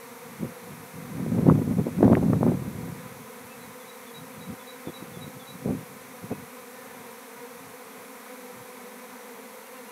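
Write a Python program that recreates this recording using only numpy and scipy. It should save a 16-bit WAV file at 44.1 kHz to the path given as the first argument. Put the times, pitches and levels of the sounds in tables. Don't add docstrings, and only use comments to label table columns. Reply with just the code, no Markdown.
import sys
import numpy as np
from scipy import signal
from scipy.fft import rfft, irfft, next_fast_len
from scipy.io import wavfile
from scipy.ndimage import uniform_filter1d, map_coordinates

SR = 44100
rng = np.random.default_rng(int(sys.argv[2]) if len(sys.argv) > 2 else 0)


def unload_wav(signal):
    wavfile.write(
        sys.argv[1],
        SR,
        np.round(np.clip(np.atleast_2d(signal).T, -1, 1) * 32767).astype(np.int16),
    )


N = 437031
TIME = np.arange(N) / SR

# time_s, peak_db, brightness_hz
SLAPS = [(0.431, -19, 300), (1.264, -21, 550), (1.351, -20, 350), (1.445, -22, 545), (1.468, -9, 550),
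         (1.487, -8, 445), (1.869, -16.5, 554), (2.008, -21, 753), (2.030, -1.5, 586), (2.0799, -8, 745),
         (2.101, -7.5, 550), (2.132, -12, 1010), (2.171, -10, 697), (2.228, -16, 552), (2.304, -17, 350),
         (2.333, -13, 972), (2.41, -20, 550), (2.431, -9.5, 890), (2.466, -14, 750), (2.519, -15, 604),
         (4.873, -21, 404), (5.026, -29.5, 350), (5.172, -31.5, 300), (5.278, -29.5, 300),
         (5.659, -16, 450.6), (5.688, -19, 596), (6.315, -20, 400)]


def swarm(count=72, level_db=-45, swell_db=0.35, swells_per_s=2.03):
    # share_of_slower_bees (0 to 1), wingbeat_hz
    wingbeats = [(0, 182.2), (.04, 204.2), (.11, 219), (.2, 230), (.42, 241.9), (.66, 251.2), (.92, 261.4),
                 (1, 265.9)]
    shares, rates_hz = np.transpose(wingbeats)
    each_bee_hz = np.interp((np.arange(count) + .5) / count, shares, rates_hz)
    hum = sum(bee(hz, TIME[::4]) for hz in each_bee_hz)
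    hum = signal.resample_poly(hum, 4, 1)[:N]
    return from_db(level_db + swell_db * drift(swells_per_s, TIME)) * rms_one(hum)


def bee(wing_hz, t, wander=.024, jitter=.008, turns_per_s=5.5, swell_db=4.5, passes_per_s=5.0):
    # pitch_hz, level_db
    wing_tone = [(210, 0.5), (238, -3), (265, 0), (410, -1.5), (490, 3), (620, -7.5), (740, -7), (900, -3),
                 (1030, -3), (1280, -7), (1650, -10.5), (1900, -10), (2150, -8), (2500, -12.5),
                 (2900, -22.5), (4000, -22.5)]
    count, size = 18, 2048
    overtones_hz = np.arange(1, count + 1) * wing_hz
    strengths = from_db(at_hz(wing_tone, overtones_hz) + rng.normal(0, 0.7, count))
    stroke = irfft(np.r_[0, strengths * np.exp(2j * np.pi * rng.random(count))], size)
    coarse_t = t[::64]
    pitch_hz = wing_hz * (1 + wander * drift(turns_per_s, coarse_t) + jitter * drift(30, coarse_t))
    nearness = from_db(swell_db * np.clip(drift(passes_per_s, coarse_t), -2, 2))
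    beats = np.cumsum(np.interp(t, coarse_t, pitch_hz)) * t[1]
    return stroke[(beats * size).astype(int) % size] * np.interp(t, coarse_t, nearness)


def close_bees(pass_s=0.066):
    # time_s, wingbeat_hz, level_db
    passes = [(3.36, 249.6, -51), (4.71, 249.4, -52), (6.58, 252, -49.5), (7.17, 237.3, -55),
              (7.40, 244.6, -50), (7.84, 249, -53.5), (8.18, 242.2, -48), (8.29, 247, -48),
              (9.76, 256.6, -47)]
    out, t = np.zeros(N + SR), TIME[:SR // 2]
    middle_s = t[-1] / 2
    for time_s, wing_hz, level_db in passes:
        buzz = rms_one(bee(wing_hz, t, wander=.012, swell_db=0))
        at = int((time_s - middle_s) * SR)
        out[at:at + len(t)] += buzz * np.sqrt(swell(t, middle_s, pass_s, level_db))
    return out[:N]


def wind(rumble_gain_db=2.5, flutter_gain_db=6.5, strong_db=-30, brighten=0.081,
         lumps_db=2.5, ragged_db=0.88, bass_cut_hz=105):
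    # frequency_hz, level_db
    gust_tone = [(28, -29), (40, -28), (57, -11), (80, -8.5), (113, -1.5), (160, 1.5), (226, 0.5),
                 (320, -5.5), (450, -10), (900, -26), (1500, -38), (2500, -52), (4000, -64)]
    rumble_db, flutter_db = wind_strength()
    lumps = np.interp(TIME, TIME[::20], np.clip(drift(130, TIME[::20]), -2, 2))
    tilt_db_per_octave = brighten * np.minimum(flutter_db - strong_db, 0) + ragged_db * lumps
    noise = rng.standard_normal((2, N))
    edges_hz = 24 * 2 ** (np.arange(17) / 2)
    gusty, plain = np.zeros(N), np.zeros(N)
    for k, (low, high) in enumerate(zip(edges_hz, edges_hz[1:])):
        middle_hz = np.sqrt(low * high)
        band_pass = signal.butter(3, [low, high], "band", fs=SR, output="sos")
        band = signal.sosfilt(band_pass, noise[k % 2]) * from_db(at_hz(gust_tone, middle_hz))
        octaves_up = max(np.log2(middle_hz / 170), 0)
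        small = min(octaves_up, 1)
        level_db = (1 - small) * (rumble_db + rumble_gain_db) + small * (flutter_db + flutter_gain_db)
        plain += band
        gusty += band * from_db(level_db + octaves_up * tilt_db_per_octave)
    gusty /= np.sqrt(uniform_filter1d(plain ** 2, size=SR // 40))
    bass_cut = signal.butter(2, bass_cut_hz, "high", fs=SR, output="sos")
    return signal.sosfilt(bass_cut, gusty * from_db(lumps_db * lumps))


def wind_strength(breeze_gain_db=1, unrest_db=5, unrest_per_s=22, flutter_share_db=-12.5,
                  flare_db=-17, flare_s=.026, flare_lag_s=0.0077):
    # time_s, strength_db
    breeze = [(0.0, -69.5), (0.41, -54.5), (0.94, -54), (1.43, -33), (1.93, -38.5), (2.24, -23.5),
              (2.43, -36), (2.56, -42), (2.79, -42), (3.25, -59), (4.88, -63.5), (5.08, -54), (5.6, -49.5),
              (6.32, -56), (6.49, -67.5), (9.91, -75.5)]
    # crest_s, length_s, strength_db
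    gusts = [(0.442, 0.059, -32), (.71, 0.058, -43.5), (0.991, 0.086, -41), (1.22, 0.069, -34),
             (1.378, .18, -23), (1.496, 0.077, -17), (1.559, 0.034, -21), (1.712, 0.048, -21),
             (1.795, 0.049, -20.5), (2.044, 0.1, -16.5), (2.126, 0.076, -17.5), (2.3, 0.12, -21.5),
             (2.471, 0.16, -23.5), (2.78, 0.37, -36.5), (3.67, .09, -47.5), (4.207, 0.049, -44.5),
             (4.512, 0.048, -35.5), (4.892, 0.029, -44), (5.156, 0.28, -49.5), (5.717, 0.097, -27.5),
             (6.245, 0.03, -36), (6.359, .11, -41), (6.98, 0.24, -56), (7.653, 0.11, -53),
             (8.59, 0.082, -51)]
    t = TIME[::20]
    breeze_db, = in_time(breeze, t)
    breeze_power = from_db(breeze_db + breeze_gain_db + unrest_db * drift(unrest_per_s, t)) ** 2
    rumble = breeze_power + sum(swell(t, *gust) for gust in gusts)
    flares = sum(swell(t, time_s + flare_lag_s, flare_s, db + flare_db) for time_s, db, _ in SLAPS)
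    flutter = rumble * from_db(flutter_share_db) ** 2 + flares
    return [np.interp(TIME, t, 10 * np.log10(power)) for power in (rumble, flutter)]


def wind_slaps(bass_cut_hz=150):
    out, lead = np.zeros(N), SR // 200
    t = (np.arange(SR // 20) - lead) / SR
    bass_cut = signal.butter(3, bass_cut_hz, "high", fs=SR, output="sos")
    for time_s, peak_db, brightness_hz in SLAPS:
        dip = -np.exp(-(np.pi * brightness_hz * t) ** 2)
        slap = signal.sosfilt(bass_cut, dip)
        at = int(time_s * SR) - lead
        out[at:at + len(t)] += from_db(peak_db) * slap / np.abs(slap).max()
    return out


def wind_ticks():
    # start_s, peak_db, pitch_hz, fade_s
    ticks = [(1.498, -12, 1080, 0.0077), (1.503, -31, 1300, 0.009), (2.1524, -16.5, 1860, 0.0033),
             (2.334, -20.5, 1120, 0.0029)]
    out, t = np.zeros(N), TIME[:SR // 20]
    for start_s, peak_db, pitch_hz, fade_s in ticks:
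        shape = t ** 2 * from_db(-120 * t / fade_s)
        at = int(start_s * SR)
        out[at:at + len(t)] += from_db(peak_db) * shape / shape.max() * np.sin(2 * np.pi * pitch_hz * t)
    return out


def birds(echo_db=-10, echo_s=0.28):
    # start_s, fall_gain_db, whistle_gain_db
    phrases = [(3.800, -55, -50), (4.065, -52, -46), (4.330, -59, -49), (4.595, -54, -46),
               (4.861, -49, -44), (5.135, -51, -45.5), (5.394, -49, -44.5)]
    # time_in_phrase_s, pitch_hz, level_db
    fall = [(0, 3584, -2), (.015, 3490, -3), (.04, 3380, -3), (.06, 3180, -24)]
    whistle = [(.07, 4080, -24), (.080, 3890, -3), (.100, 3880, 0), (.118, 3900, -1), (.135, 3950, -18)]
    # start_s, length_s, first_hz, last_hz, peak_db
    single_notes = [(3.493, 0.057, 2590, 2630, -48), (3.59, .08, 4080, 3880, -53),
                    (6.304, 0.068, 2580, 2514, -49.5), (6.678, 0.28, 1843, 1732, -50.5),
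                    (9.641, 0.06, 2820, 2766, -54), (9.74, 0.0605, 2823, 2715, -55),
                    (9.86, 0.062, 2780, 2830, -55)]
    song = np.zeros(N)
    for start_s, fall_db, whistle_db in phrases:
        song += bird_note(fall, start_s, fall_db) + bird_note(whistle, start_s, whistle_db)
    for start_s, length_s, first_hz, last_hz, peak_db in single_notes:
        rows = [(0, first_hz, -14), (length_s / 2, (first_hz + last_hz) / 2, 0), (length_s, last_hz, -14)]
        song += bird_note(rows, start_s, peak_db)
    leaves = rng.standard_normal(SR) * from_db(-60 * TIME[:SR] / echo_s)
    echoes = signal.fftconvolve(song, leaves / np.linalg.norm(leaves))[:N]
    return song + from_db(echo_db) * echoes


def bird_note(rows, start_s, gain_db, waver=0.0056):
    out = np.zeros(N)
    sounding = (TIME > start_s + rows[0][0]) & (TIME < start_s + rows[-1][0])
    t = TIME[sounding] - start_s
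    pitch_hz, level_db = in_time(rows, t)
    cycles = np.cumsum(pitch_hz * (1 + waver * drift(218, t))) / SR
    out[sounding] = from_db(gain_db + level_db) * np.sin(2 * np.pi * cycles)
    return out


def hiss(level_db=-50):
    # frequency_hz, relative_level_db
    hiss_tone = [(25, -28), (70, -19), (140, -5), (330, 3), (1500, 3), (3000, -4), (3700, -1), (4950, -4.5),
                 (6000, 0.5), (7000, -2.5), (8000, -1.5), (10500, 1), (11500, 2.5), (12700, 0), (15800, -5)]
    size = next_fast_len(N)
    gains = from_db(at_hz(hiss_tone, np.arange(size // 2 + 1) * SR / size))
    noise = irfft(rfft(rng.standard_normal(N), size) * gains, size)[:N]
    return from_db(level_db) * rms_one(noise)


def swell(t, crest_s, length_s, level_db):
    return from_db(level_db) ** 2 * np.exp(-(2 * (t - crest_s) / length_s) ** 2)


def drift(changes_per_s, t):
    points = rng.standard_normal(4096)
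    wobble = map_coordinates(points, [t * changes_per_s], order=2, mode="wrap", prefilter=False)
    return wobble / np.sqrt(1 / 2)


def in_time(rows, t):
    times_s, *columns = np.transpose(rows)
    return [np.interp(t, times_s, column) for column in columns]


def at_hz(tone, hz):
    known_hz, level_db = np.transpose(tone)
    return np.interp(np.log(np.maximum(hz, 1)), np.log(known_hz), level_db)


def from_db(db):
    return 10 ** (np.asarray(db) / 20)


def rms_one(x):
    return x / np.sqrt(np.mean(x ** 2) + 1e-20)


def scene():
    background = hiss()
    garden = swarm() + close_bees() + birds() + background
    return (garden + wind() + wind_slaps() + wind_ticks())[None]


def record(dry, treble_cut_hz=15600):
    treble_cut = signal.ellip(12, .1, 90, treble_cut_hz, fs=SR, output="sos")
    return signal.sosfilt(treble_cut, np.tanh(dry))


dry = scene()
out = record(dry)
unload_wav(out)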